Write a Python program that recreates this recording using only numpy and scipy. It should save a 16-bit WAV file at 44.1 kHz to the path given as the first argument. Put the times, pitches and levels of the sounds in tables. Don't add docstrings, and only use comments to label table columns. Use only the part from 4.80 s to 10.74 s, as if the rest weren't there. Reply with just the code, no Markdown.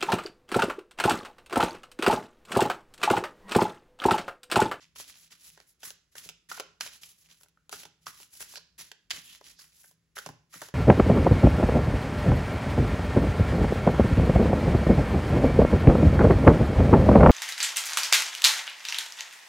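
import sys
import numpy as np
from scipy import signal
from scipy.fft import rfft, irfft, next_fast_len
from scipy.io import wavfile

SR = 44100
rng = np.random.default_rng(int(sys.argv[2]) if len(sys.argv) > 2 else 0)


def store_wav(level_fs):
    pcm = np.round(np.clip(np.atleast_2d(level_fs), -1, 1) * 32767)
    wavfile.write(sys.argv[1], SR, pcm.T.astype(np.int16))


N = 261954
TIME = np.arange(N) / SR

# [start_s, edge_crack_db, cupped_air_db, deck_knock_db, t60_s]
LANDINGS = [(0.159, -50, -54, -60, 0.027), (0.1998, -49.5, -71, -52.5, 0.025),
            (0.524, -54, -72, -74, 0.029), (0.7757, -56, -58, -59, 0.014), (0.8017, -55, -64, -60, 0.014),
            (1.0319, -43.5, -48.5, -52.5, 0.023), (1.105, -45, -56.5, -59.5, 0.0097),
            (1.354, -50, -50.5, -56.5, 0.03), (1.49, -39.5, -58, -54.5, 0.0041),
            (1.715, -40, -35, -54, 0.041), (1.777, -56, -48, -47.5, 0.016),
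            (1.7981, -34, -39, -36.5, 0.017), (1.8028, -43, -56, -64, 0.018),
            (2.0088, -29.5, -40, -55, 0.023), (2.062, -48, -65, -51, 0.031), (2.2333, -46, -80, -80, 0.033),
            (2.611, -65, -67.5, -67.5, 0.013), (2.6334, -59, -66.5, -66.5, 0.0046),
            (2.66, -79, -70, -72.5, 0.014), (2.685, -69.5, -83, -81, 0.0053), (2.773, -86, -64, -74, 0.018),
            (2.8943, -48, -56.5, -56.5, 0.0062), (2.927, -39, -40.5, -42, 0.065),
            (3.033, -47.5, -57, -56.5, 0.029), (3.053, -47, -56, -53, 0.019),
            (3.268, -40, -38.5, -53, 0.0096), (3.28, -49, -48.5, -58, 0.025),
            (3.401, -53, -60.5, -57.5, 0.022), (3.553, -58.5, -70, -72, 0.017),
            (3.606, -47, -48, -53, 0.014), (3.6251, -47, -55, -61, 0.013), (3.7386, -56, -58, -55, 0.014),
            (3.756, -43, -51.5, -62.5, 0.034), (3.7727, -46.5, -53, -51.5, 0.011),
            (4.116, -43.5, -51.5, -55.5, 0.021), (4.3063, -31, -52, -56, 0.012),
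            (4.3108, -27.5, -40, -51, 0.032), (4.611, -58, -60, -54.5, 0.02),
            (4.79, -60, -61.5, -69, 0.028), (5.0411, -71, -58, -64.5, 0.019),
            (5.1117, -66.5, -73.5, -69, 0.008), (5.369, -63, -41, -48.5, 0.017),
            (5.3801, -44, -43.5, -57, 0.0064), (5.3859, -41, -39, -50.5, 0.028),
            (5.4617, -40, -47.5, -40.5, 0.032), (5.4889, -48.5, -54.5, -45, 0.011),
            (5.7389, -49, -48, -57, 0.021), (5.8175, -41, -46, -40.5, 0.026),
            (5.8867, -51, -58, -53, 0.032)]
# [frequency_hz, relative_level_db]
EDGE_SPECTRUM = [(300, -46.5), (700, -10), (1100, -8.5), (1800, -5.5), (2400, 2), (3000, 2), (4000, -3.5),
                 (5400, -2), (7500, -6), (10000, -8.5), (15500, -15)]
# [time_s, pitch_hz]
POCKET_PITCH = [(.2, 1200), (1.35, 1660), (1.72, 1250), (2.0, 1590), (2.93, 1287), (3.27, 1346),
                (4.3, 1870), (5.38, 1400), (5.82, 1295)]
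# [pitch_hz, width_hz, relative_level_db]
DECK_MODES = [(440.4, 52, -2), (601, 140, -2), (734, 325, 6), (937, 280, 2)]
NEAR_T60_S, NEAR_DB = 0.048, -13.5


def slaps(knock_trim_db=2.0, grain_db=5.0, push_share=0.65, near_delay_s=0.0009,
          click_db=-11.0, click_delay_s=0.0005, pocket_width=0.27):
    size = 4410
    t = TIME[:size]
    out = np.zeros((2, N + size))
    to_10_ms = np.sqrt(SR / 100 / size)
    near = from_db(NEAR_DB) * dying(t, NEAR_T60_S) * (t > near_delay_s)
    impulse = signal.unit_impulse(size, round(click_delay_s * SR))
    click = from_db(click_db) * rms_one(impulse)
    for start_s, crack_db, air_db, knock_db, t60 in LANDINGS:
        scatter = stereo_noise(size) * flutter(rate=3000, depth_db=grain_db, size=size)
        firm_click = click * min(1, 0.0052 / t60)
        edges = firm_click + rms_one(scatter * np.hypot(dying(t, t60), near))
        push = firm_click + rms_one(scatter * np.hypot(dying(t, t60 * push_share), near))
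        pocket_hz = np.interp(start_s, *np.transpose(POCKET_PITCH))
        hit = from_db(crack_db) * rms_one(colour(edges, EDGE_SPECTRUM))
        hit += resonate(edges, [(pocket_hz, pocket_width * pocket_hz, air_db)])
        hit += from_db(knock_db + knock_trim_db) * rms_one(resonate(push, DECK_MODES))
        start = round(start_s * SR)
        out[:, start:start + size] += to_10_ms * hit
    return out[:, :N]


# [frequency_hz, relative_level_db]
FRICTION_SPECTRUM = [(80, -8), (200, -7), (400, -14), (800, -12.5), (1500, -12.5), (2500, -3), (4000, -2),
                     (5800, 0), (7800, -1.5), (10000, -1), (13000, -4.5), (15500, -11.5)]
# [pitch_hz, width_hz, relative_level_db]
CUPPED_AIR_MODES = [(1100, 420, 0.5), (1490, 220, -5.5), (1875, 300, 4)]
# [middle_s, spread_s, pitch_hz, level_db]
EDGE_RASPS = [(3.77, 0.012, 4530, -43.5), (4.506, 0.048, 3050, -56.5), (4.793, 0.025, 4700, -58.5)]


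def sliding(hiss_trim_db=-1.5, air_trim_db=-8.5, grain_db=1.0, catch_db=2.5, catch_rate=150):
    hiss_gain, air_gain = slide_levels()
    grain = flutter(rate=2100, depth_db=grain_db, size=N)
    catches = flutter(rate=catch_rate, depth_db=catch_db, size=N)
    rub = stereo_noise(N) * grain * catches
    ticks = from_db(-10) * edge_ticks()
    hiss = rms_one(colour(rub, FRICTION_SPECTRUM)) + ticks
    air = rms_one(resonate(rub, CUPPED_AIR_MODES, skirt=15.0))
    out = hiss_gain * from_db(hiss_trim_db) * hiss
    out += air_gain * from_db(air_trim_db) * air
    for middle_s, spread_s, pitch_hz, rasp_db in EDGE_RASPS:
        swell = np.exp(-((TIME - middle_s) / spread_s) ** 2)
        out += swell * resonate(rub, [(pitch_hz, 0.34 * pitch_hz, rasp_db)])
    return out


def edge_ticks(per_s=55, spread_db=5.5, t60=0.0029):
    strength_db = spread_db * np.clip(rng.standard_normal(N), -2, 1.5)
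    slips = (rng.random(N) < per_s / SR) * from_db(strength_db)
    bursts = signal.lfilter([1], [1, -dying(1 / SR, t60)], slips + 1e-18)
    return rms_one(colour(stereo_noise(N) * bursts, EDGE_SPECTRUM))


# [start_s, length_s, friction_hiss_db, cupped_air_db, treble_db]
DROPS = [(0.0, 0.034, -53, -59.5, -21), (0.151, 0.039, -50, -79, 1), (0.501, 0.036, -52, -57.5, -6.5),
         (0.764, 0.048, -59.5, -61.5, -12), (1.027, 0.049, -44.5, -48, 6.5),
         (1.349, 0.034, -51.5, -49, 0.5), (1.687, 0.093, -42, -48, -3), (2.001, 0.075, -39.5, -44.5, -2.5),
         (2.21, 0.097, -52.5, -72, 3.5), (2.484, 0.038, -52.5, -63, -9), (2.598, 0.015, -67.5, -66, 11),
         (2.91, 0.11, -44.5, -62, -1), (3.257, 0.02, -43, -46, -2), (3.593, 0.033, -43.5, -49, 4),
         (3.978, 0.044, -42.5, -54, 0), (4.297, 0.087, -41.5, -53, -7.5), (4.78, 0.077, -55, -59, 2.5),
         (5.352, 0.042, -44, -45, -0.5), (5.723, 0.15, -48.5, -47.5, 2.5)]
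DROP_ATTACK_S, DROP_SAG_DB_PER_S = 0.016, 42.5
# [start_s, length_s, friction_hiss_db, treble_db]
DRAWS = [(0.177, 0.034, -41, 0), (0.272, 0.032, -46, 0), (0.326, .05, -52, -8), (0.341, 0.12, -58, 4),
         (0.557, 0.099, -58.5, 2.5), (0.635, .045, -52.5, 3), (0.69, 0.062, -61, 6.5),
         (0.861, 0.043, -67.5, 12.5), (0.991, 0.081, -53, -1.5), (1.313, .02, -65, 0),
         (1.367, 0.02, -44.5, 3.5), (1.418, 0.039, -46.5, -1), (2.093, 0.061, -50.5, -4),
         (2.344, 0.13, -62, 5), (2.526, 0.054, -69.5, -1.5), (3.204, 0.039, -65.5, -2),
         (3.287, 0.066, -57.5, 1.5), (3.322, 0.11, -52, 0), (3.499, 0.098, -55, 7),
         (3.656, 0.089, -47.5, 0), (4.032, 0.067, -59, -2), (4.423, 0.062, -51.5, 4),
         (4.473, 0.081, -48.5, -2.5), (4.622, 0.08, -49, -6), (4.869, 0.15, -61.5, 1.5),
         (5.012, 0.08, -63.5, 11), (5.384, 0.095, -54, -1), (5.694, 0.038, -62.5, -0.5),
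         (5.805, 0.038, -44, -1.5)]
DRAW_RISE_SHARE, DRAW_SAG_DB_PER_S = 0.83, 36.5
DRAW_AIR_DB = -18


def slide_levels():
    hiss, air = np.zeros((2, N))
    for start_s, length_s, hiss_db, air_db, _ in DROPS:
        power = stroke(start_s, length_s, DROP_ATTACK_S, DROP_SAG_DB_PER_S)
        hiss += from_db(hiss_db) ** 2 * power
        air += from_db(air_db) ** 2 * power
    for start_s, length_s, hiss_db, _ in DRAWS:
        shape = stroke(start_s, length_s, DRAW_RISE_SHARE * length_s, DRAW_SAG_DB_PER_S)
        power = from_db(hiss_db) ** 2 * shape
        hiss += power
        air += from_db(DRAW_AIR_DB) ** 2 * power
    return np.sqrt(hiss), np.sqrt(air)


STOP_DB_PER_S = 302


def stroke(start_s, length_s, rise_s, sag_db_per_s):
    size = 26460
    t = TIME[:size]
    out = np.zeros(N + size)
    swell = np.sin(np.pi / 2 * np.minimum(t / rise_s, 1))
    sag_db = sag_db_per_s * np.maximum(t - rise_s, 0)
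    stop_db = STOP_DB_PER_S * np.maximum(t - length_s, 0)
    first = max(round(start_s * SR), 0)
    out[first:first + size] = (swell * from_db(-sag_db - stop_db)) ** 2
    return out[:N]


def beamed(x, shelf_hz=7000):
    high_pass = signal.butter(2, shelf_hz, "high", fs=SR, output="sos")
    treble = signal.sosfiltfilt(high_pass, x)
    return x + (from_db(facing_db()) - 1) * treble


def facing_db():
    turns = sorted((start_s + length_s / 2, treble_db) for start_s, length_s, *_, treble_db in DROPS + DRAWS)
    return np.interp(TIME, *np.transpose(turns))


# [start_s, level_db]
PALM_BUMPS = [(1.071, -60), (1.459, -56), (2.94, -60), (3.056, -59.5), (3.279, -57.5), (4.334, -59),
              (4.374, -56.5), (5.464, -46.5), (5.489, -45), (5.756, -53.5), (5.819, -56.5)]
# [pitch_hz, width_hz, relative_level_db]
PALM_MODES = [(116, 27, -5), (155.6, 39, 1), (235, 145, 0), (412, 130, -17)]


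def bumps(fade_db_per_s=903.0):
    size = 8820
    out = np.zeros((2, N + size))
    to_10_ms = np.sqrt(SR / 100 / size)
    for start_s, bump_db in PALM_BUMPS:
        blow = stereo_noise(size) * from_db(-fade_db_per_s * TIME[:size])
        thud = rms_one(resonate(blow, PALM_MODES))
        start = round(start_s * SR)
        out[:, start:start + size] += from_db(bump_db) * to_10_ms * thud
    return out[:, :N]


# [frequency_hz, level_db]
ROOM_COLOUR = [(100, -3), (600, -13.5), (1400, -9), (3500, -8.5), (7000, -11.5), (10000, -19.5)]
ROOM_T60_S, TREBLE_T60_S, TREBLE_HZ = 0.41, 0.1, 7800


def room(x, wall_delay_s=0.0054):
    size = 26460
    t = TIME[:size]
    scatter = stereo_noise(size) * (t > wall_delay_s)
    tail = 0
    for kind, t60 in (("low", ROOM_T60_S), ("high", TREBLE_T60_S)):
        band = signal.butter(3, TREBLE_HZ, kind, fs=SR, output="sos")
        tail = tail + signal.sosfilt(band, rms_one(scatter * dying(t, t60)))
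    echoes = colour(tail, ROOM_COLOUR) / np.sqrt(size)
    return signal.fftconvolve(x, echoes, axes=-1)[:, :N]


# [frequency_hz, relative_level_db]
AIR_SPECTRUM = [(25, -23.5), (45, 1.5), (180, -7), (330, -10), (850, -23.5), (1450, -17), (4000, -22),
                (7500, -22.5), (15000, -33)]
# [pitch_hz, width_hz, level_db]
VENTILATION_MODES = [(63.3, 25, -83.5), (110.2, 14, -88.5), (163.4, 9.1, -79)]
ROOM_TONE_DB = -78


def room_tone(wander_db=3.5):
    gain = from_db(at_hz(AIR_SPECTRUM, np.fft.rfftfreq(N, 1 / SR)))
    air = irfft(rfft(stereo_noise(N)) * gain, N)
    drone = resonate(stereo_noise(N), VENTILATION_MODES)
    drone = drone * flutter(rate=9.3, depth_db=wander_db, size=N)
    return from_db(ROOM_TONE_DB) * rms_one(air) + drone


# [frequency_hz, likeness]
LEFT_RIGHT_LIKENESS = [(100, .93), (400, .86), (1200, .7), (3000, .55), (7000, .48)]


def stereo_noise(size):
    padded = next_fast_len(size)
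    mid, side = rfft(rng.standard_normal((2, padded)))
    alike = np.clip(at_hz(LEFT_RIGHT_LIKENESS, np.linspace(0, SR / 2, len(mid))), 0, 1)
    pair = np.sqrt(1 + alike) * mid + np.sqrt(1 - alike) * side * [[1], [-1]]
    return rms_one(irfft(pair, padded)[:, :size])


def flutter(rate, depth_db, size):
    steps = rng.standard_normal(size)
    wander = np.interp(np.arange(size) * rate / SR, np.arange(size), steps)
    return rms_one(from_db(depth_db * wander))


def resonate(x, modes, skirt=3.27):
    out = 0
    for hz, width, level_db in modes:
        rung = x
        for pole_width in (width, width * skirt):
            r = np.exp(-np.pi * pole_width / SR)
            rung = signal.lfilter([1, 0, -1], [1, -2 * r * np.cos(2 * np.pi * hz / SR), r * r], rung)
        out = out + from_db(level_db) * rms_one(rung)
    return out


def colour(x, spectrum):
    size = 512
    gain = from_db(at_hz(spectrum, np.fft.rfftfreq(size, 1 / SR)))
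    cepstrum = irfft(np.log(gain))
    cepstrum[1:size // 2] *= 2
    cepstrum[size // 2 + 1:] = 0
    response = irfft(np.exp(rfft(cepstrum)))
    return signal.fftconvolve(x, response[None], axes=-1)[:, :x.shape[-1]]


def dying(t, t60):
    return from_db(-60 * t / t60)


def from_db(db):
    return 10 ** (np.asarray(db) / 20)


def rms_one(x):
    return x / np.sqrt(np.mean(x ** 2, axis=-1, keepdims=True) + 1e-20)


def at_hz(points, hz):
    f, value = np.transpose(points)
    return np.interp(np.log(np.maximum(hz, 1)), np.log(f), value)


def scene():
    cards = beamed(slaps() + sliding()) + bumps()
    return cards + room(cards) + room_tone()


# [frequency_hz, left_minus_right_db]
PAIR_BALANCE = [(100, 0.5), (250, 2), (700, -1.5), (1400, -2.5), (2800, -2), (5200, -4.5), (7600, -1),
                (8500, 1)]
# [frequency_hz, left_lead_rad]
PAIR_PHASE = [(0, 0), (860, -.4), (1800, 0), (2600, -1.1), (4100, -.4), (6300, -.5), (7300, 0), (8400, 3),
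              (9000, 3.3), (10500, 6.2), (11600, 6.3), (13000, 9.2), (13900, 9.6), (15300, 12.5)]
JOINED_ABOVE_HZ, CUTOFF_HZ = 8000, 15900


def record(dry):
    size = next_fast_len(N + 4096)
    hz = np.fft.rfftfreq(size, 1 / SR)
    left, right = rfft(dry, size)
    joined = np.pi / 4 * (1 + np.tanh((hz - JOINED_ABOVE_HZ) / 200))
    left = np.cos(joined) ** 2 * left + np.sin(joined) ** 2 * right
    half_gain = from_db(at_hz(PAIR_BALANCE, hz) / 2)
    half_turn = np.exp(.5j * np.interp(hz, *np.transpose(PAIR_PHASE)))
    tilt = half_gain * half_turn
    pair = irfft([left * tilt, right / tilt], size)[:, :N]
    low_cut = signal.butter(6, 37, "high", fs=SR, output="sos")
    high_cut = signal.ellip(10, .2, 70, CUTOFF_HZ, fs=SR, output="sos")
    return signal.sosfilt(high_cut, signal.sosfilt(low_cut, pair))


dry = scene()
out = record(dry)
store_wav(out)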